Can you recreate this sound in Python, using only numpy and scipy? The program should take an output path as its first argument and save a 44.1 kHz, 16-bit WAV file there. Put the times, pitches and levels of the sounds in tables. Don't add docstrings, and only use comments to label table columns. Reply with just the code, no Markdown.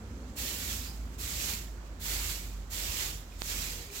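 import sys
import numpy as np
from scipy import signal
from scipy.fft import rfft, irfft, next_fast_len
from scipy.io import wavfile
from scipy.ndimage import uniform_filter1d, map_coordinates

SR = 44100
rng = np.random.default_rng(int(sys.argv[2]) if len(sys.argv) > 2 else 0)


def materialize(psi):
    bounded = np.clip(np.atleast_2d(psi).T, -1, 1)
    quanta = np.round(bounded * 32767).astype(np.int16)
    wavfile.write(sys.argv[1], SR, quanta)


N = 176400

# (time [s], width [s], boost [dB])
SURGES = [(.485, .015, 1.5), (.715, 0.019, 3.5), (.87, 0.022, 2), (1.43, 0.02, 2.5), (1.49, 0.016, 1.6),
          (2.87, 0.056, 2), (3.015, 0.015, 3), (3.525, 0.016, 1.5)]
# (time [s], width [s], level [dB])
SPUTTERS = [(.295, 0.015, -61), (1.15, 0.023, -60), (1.87, 0.014, -63), (3.36, 0.033, -59.5)]
# (frequency [Hz], left-right correlation)
MIST_IMAGE = [(300, 0.82), (700, 0.43), (1400, -0.32), (3000, -.05), (6000, 0.044), (12000, .03)]


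def sprayer():
    surge_db = sum(db * bump(s, width) for s, width, db in SURGES)
    sputter = sum(amp(db) * bump(s, width) for s, width, db in SPUTTERS)
    hiss_gain = amp(-4 + 0.64 * surge_db) * pressure(start_db=0, release_share=1, nozzle_share=0.94)
    spray_gain = amp(-4 + surge_db) * pressure(start_db=-3.5, release_share=0.91, nozzle_share=0)
    hiss = nozzle_hiss(MIST_IMAGE) * (hiss_gain + 0.57 * sputter)
    spray = leaf_spray(MIST_IMAGE) * (spray_gain + sputter)
    flutter = amp(0.52 * wobble(16) + 0.46 * wobble(90))
    return (hiss + spray) * flutter


# (time [s], attack [s], hold [s], level [dB], swell over the hold [dB],
# release [dB/s], nozzle accent [dB], spray lag [s])
SQUEEZES = [(0.354, 0.033, 0.4, -35, -2, 83, 1, 0.039), (1.176, 0.034, 0.36, -34, 1.5, 141, 0.2, 0.047),
            (1.991, 0.071, 0.32, -32.5, -1.5, 89, 0.5, 0.069),
            (2.695, 0.035, 0.37, -34.5, 3, 118, -0.5, 0.069), (3.378, .14, 0.35, -33.5, -6, 80, -1, .09),
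            (3.9, .06, 0.083, -34.5, -3, 100, -2.5, .06)]


def pressure(start_db, release_share, nozzle_share):
    power = np.zeros(N)
    for s, attack, hold, db, swell_db, release, nozzle_db, lag in SQUEEZES:
        age = np.maximum(clock() - s, 0)
        level = db + nozzle_share * nozzle_db
        level += swell_db * (np.minimum(age / hold, 1) - .5)
        level += start_db * np.exp(-age / lag)
        level -= release_share * release * np.maximum(age - hold, 0)
        power += (np.minimum(age / attack, 1) * amp(level)) ** 2
    return np.sqrt(power)


# (frequency [Hz], level [dB])
NOZZLE_EQ = [(1000, -33), (4000, -7), (6000, -12), (7500, 2), (8100, -4.5), (8900, -6.5), (10000, -3),
             (12500, 1.5), (15800, -1.5)]
# (frequency [Hz], left minus right [dB])
NOZZLE_PAN = [(4000, -10), (7000, -15.5), (8200, -0.5), (9300, 4.5), (11000, -0.5), (13000, -2),
              (15800, -4)]


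def nozzle_hiss(image):
    return placed(turbulence(patchy_db=0.45), NOZZLE_EQ, image, NOZZLE_PAN)


# (frequency [Hz], level [dB])
SPRAY_EQ = [(150, -17), (350, -5), (600, -8.5), (1150, -6.5), (1650, -4.5), (1950, -1.5), (2400, 0.1),
            (3100, -0.9), (4200, -0.4), (5500, -1.5), (7400, -1.5), (8200, -2), (9200, -12), (15800, -19)]
# (frequency [Hz], left minus right [dB])
SPRAY_PAN = [(300, 0), (700, -3), (1300, -6.5), (2700, -7), (4500, -8), (6500, -10.5), (8000, -6),
             (10000, 4)]


def leaf_spray(image):
    droplets = rng.standard_normal((2, N)) * amp(2.9 * wobble(2500))
    return placed(turbulence(patchy_db=2) + .6 * droplets, SPRAY_EQ, image, SPRAY_PAN)


# (time [s], level [dB], pitch [Hz])
DRIPS = [(1.039, -50, 1900), (1.67, -42, 3300), (1.68, -46, 1800), (1.769, -56, 1600), (3.321, -45, 2486),
         (3.902, -44, 2390)]


def drips():
    ticks = sum(amp(db) * ring(s, hz, t60=.035) for s, db, hz in DRIPS)
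    grit = .6 + 0.5 * wobble(900)
    return ticks * grit * amp([[-8], [0]])


# (frequency [Hz], level [dB], decay by 60 dB [s])
CASE_MODES = [(4300, -14.5, 0.0014), (2600, -17, 0.00095), (1100, -20.5, 0.0017), (302, -25.5, 0.0059)]
TAP_S = 3.4195


def case_tap():
    click = sum(amp(db) * ring(TAP_S, hz, t60) for hz, db, t60 in CASE_MODES)
    return click * amp([[-26], [2]])


# (time [s], pitch [Hz])
BIRD_PITCH = [(.83, 4000), (.855, 4640), (.89, 4990), (.93, 5070), (.99, 4750)]
ECHO_T60_S = 0.34


def bird():
    hz = curve(BIRD_PITCH) + 170 * wobble(300)
    call = np.sin(2 * np.pi * np.cumsum(hz) / SR) * bump(s=0.87, width=0.039)
    age = clock()[:SR // 2]
    tail = rng.standard_normal((2, len(age))) * np.exp(-np.log(1000) * age / ECHO_T60_S)
    echo = signal.fftconvolve(call[None], tail / np.linalg.norm(tail[0]), axes=1)[:, :N]
    return amp(-49.5) * (0.62 * call + echo) * amp([[-4], [3]])


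# (time [s], level [dB])
ENGINE_LEVEL = [(0, -46), (.55, -44), (.75, -42), (1.3, -44.5), (1.55, -40.5), (1.8, -45.5), (2.1, -41),
                (2.85, -41.5), (3.3, -48), (3.62, -39.5), (4, -51.5)]
# (multiple of the fundamental, level [dB])
ENGINE_HARMONICS = [(1, 2.5), (3, -19), (4, -18), (5, -22.5)]
ENGINE_HZ, ENGINE_SAG_HZ_PER_S = 57.95, 3.5


def engine():
    hz = ENGINE_HZ - ENGINE_SAG_HZ_PER_S * clock() + 0.39 * wobble(5.93)
    phase = 2 * np.pi * np.cumsum(hz) / SR
    note = sum(amp(db + 2.1 * wobble(12)) * np.sin(round(k) * phase) for k, db in ENGINE_HARMONICS)
    return unit(note) * amp(curve(ENGINE_LEVEL)) * amp([[-1.2], [1.2]])


# (time [s], width [s], centre [Hz], bandwidth [Hz], level [dB])
DRONES = [(0.044, 0.21, 244, 64, -50.5), (0.61, 0.63, 237, 93, -55), (3.92, 0.082, 401, 24, -56),
          (3.78, 0.077, 477, 25, -61), (0.21, 0.47, 450, 210, -59.5), (3.12, 0.086, 127, 38, -52.5)]


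def traffic_drones():
    drones = np.zeros(N)
    for s, width, hz, band, db in DRONES:
        hum = filtered(rng.standard_normal(N), lambda f: 1 / (1 + (2 * (f - hz) / band) ** 2))
        drones += amp(db) * bump(s, width) * unit(hum)
    return drones


# (frequency [Hz], level [dB])
RUMBLE_EQ = [(20, -32), (31, -11), (45, -3.5), (80, 5.5), (100, -5.5), (150, -11), (240, -11.5), (350, -16),
             (600, -31.5), (1500, -50)]
# (time [s], level [dB])
RUMBLE_LEVEL = [(0, -47), (.6, -44.5), (.95, -46.5), (1.45, -44.5), (1.8, -46.5), (2.15, -45),
                (2.55, -49.5), (3.1, -46.5), (3.35, -51), (3.65, -46), (4, -48)]
# (frequency [Hz], level [dB])
AIR_EQ = [(300, -1.5), (500, -0.5), (800, -4), (1400, -4.5), (2200, -11.5), (3500, -16), (5500, -18.5),
          (7600, -16), (9000, -26.5), (12500, -23), (15800, -27)]
# (frequency [Hz], left-right correlation)
BED_IMAGE = [(60, 1), (170, .94), (350, .8), (700, 0.62), (1400, -0.027), (4000, -0.042)]
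# (frequency [Hz], left minus right [dB])
BED_PAN = [(50, -1.5), (150, -1.4), (400, -0.5), (1200, -2.5), (2500, -8), (6500, -14), (8000, -10),
           (9500, 4), (15000, -1)]
AIR_DB, AIR_FADE_DB_PER_S = -53, 0.53


def ambience_bed():
    rumble = placed(turbulence(patchy_db=1.5), RUMBLE_EQ, BED_IMAGE, BED_PAN)
    air = placed(turbulence(patchy_db=1), AIR_EQ, BED_IMAGE, BED_PAN)
    air_db = AIR_DB - AIR_FADE_DB_PER_S * clock() + 0.34 * wobble(4.9)
    return rumble * amp(curve(RUMBLE_LEVEL)) + air * amp(air_db)


def amp(db):
    return 10 ** (np.asarray(db) / 20)


def unit(x):
    return x / np.sqrt(np.mean(x ** 2) + 1e-20)


def clock():
    return np.arange(N) / SR


def along(points, hz):
    f, v = np.transpose(points)
    return np.interp(np.log(hz + 1), np.log(f + 1), v)


def curve(rows):
    return np.interp(clock(), *np.transpose(rows))


def bump(s, width):
    return np.exp(-.5 * ((clock() - s) / width) ** 2)


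def wobble(rate):
    return map_coordinates(rng.standard_normal(int(N * rate / SR) + 4), [clock() * rate])


def ring(s, hz, t60):
    age = np.maximum(clock() - s, 0)
    return np.sin(2 * np.pi * hz * age) * np.exp(-np.log(1000) * age / t60)


def filtered(x, response):
    m = next_fast_len(N + SR // 2)
    return irfft(rfft(x, m) * response(np.fft.rfftfreq(m, 1 / SR)), m)[..., :N]


def placed(pair, eq, image, pan):
    def mid_side(hz):
        angle = np.arccos(np.clip(along(image, hz), -1, 1)) / 2
        return amp(along(eq, hz)) * [np.cos(angle), np.sin(angle)]
    mid, side = filtered(pair, mid_side)
    stereo = np.array([mid + side, mid - side])
    return unit(filtered(stereo, lambda hz: amp(np.outer([.5, -.5], along(pan, hz)))))


def turbulence(patchy_db):
    spectra = signal.stft(rng.standard_normal((2, N)), nperseg=512)[2]
    patches = uniform_filter1d(rng.standard_normal(spectra.shape[1:]), size=5, axis=0)
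    patches = uniform_filter1d(patches, size=12, axis=1)
    return signal.istft(spectra * amp(patchy_db * unit(patches)), nperseg=512)[1][:, :N]


def scene():
    return sprayer() + drips() + case_tap() + bird() + engine() + ambience_bed() + traffic_drones()


def record(dry):
    return filtered(dry, lambda hz: hz < 15870)


dry = scene()
out = record(dry)
materialize(out)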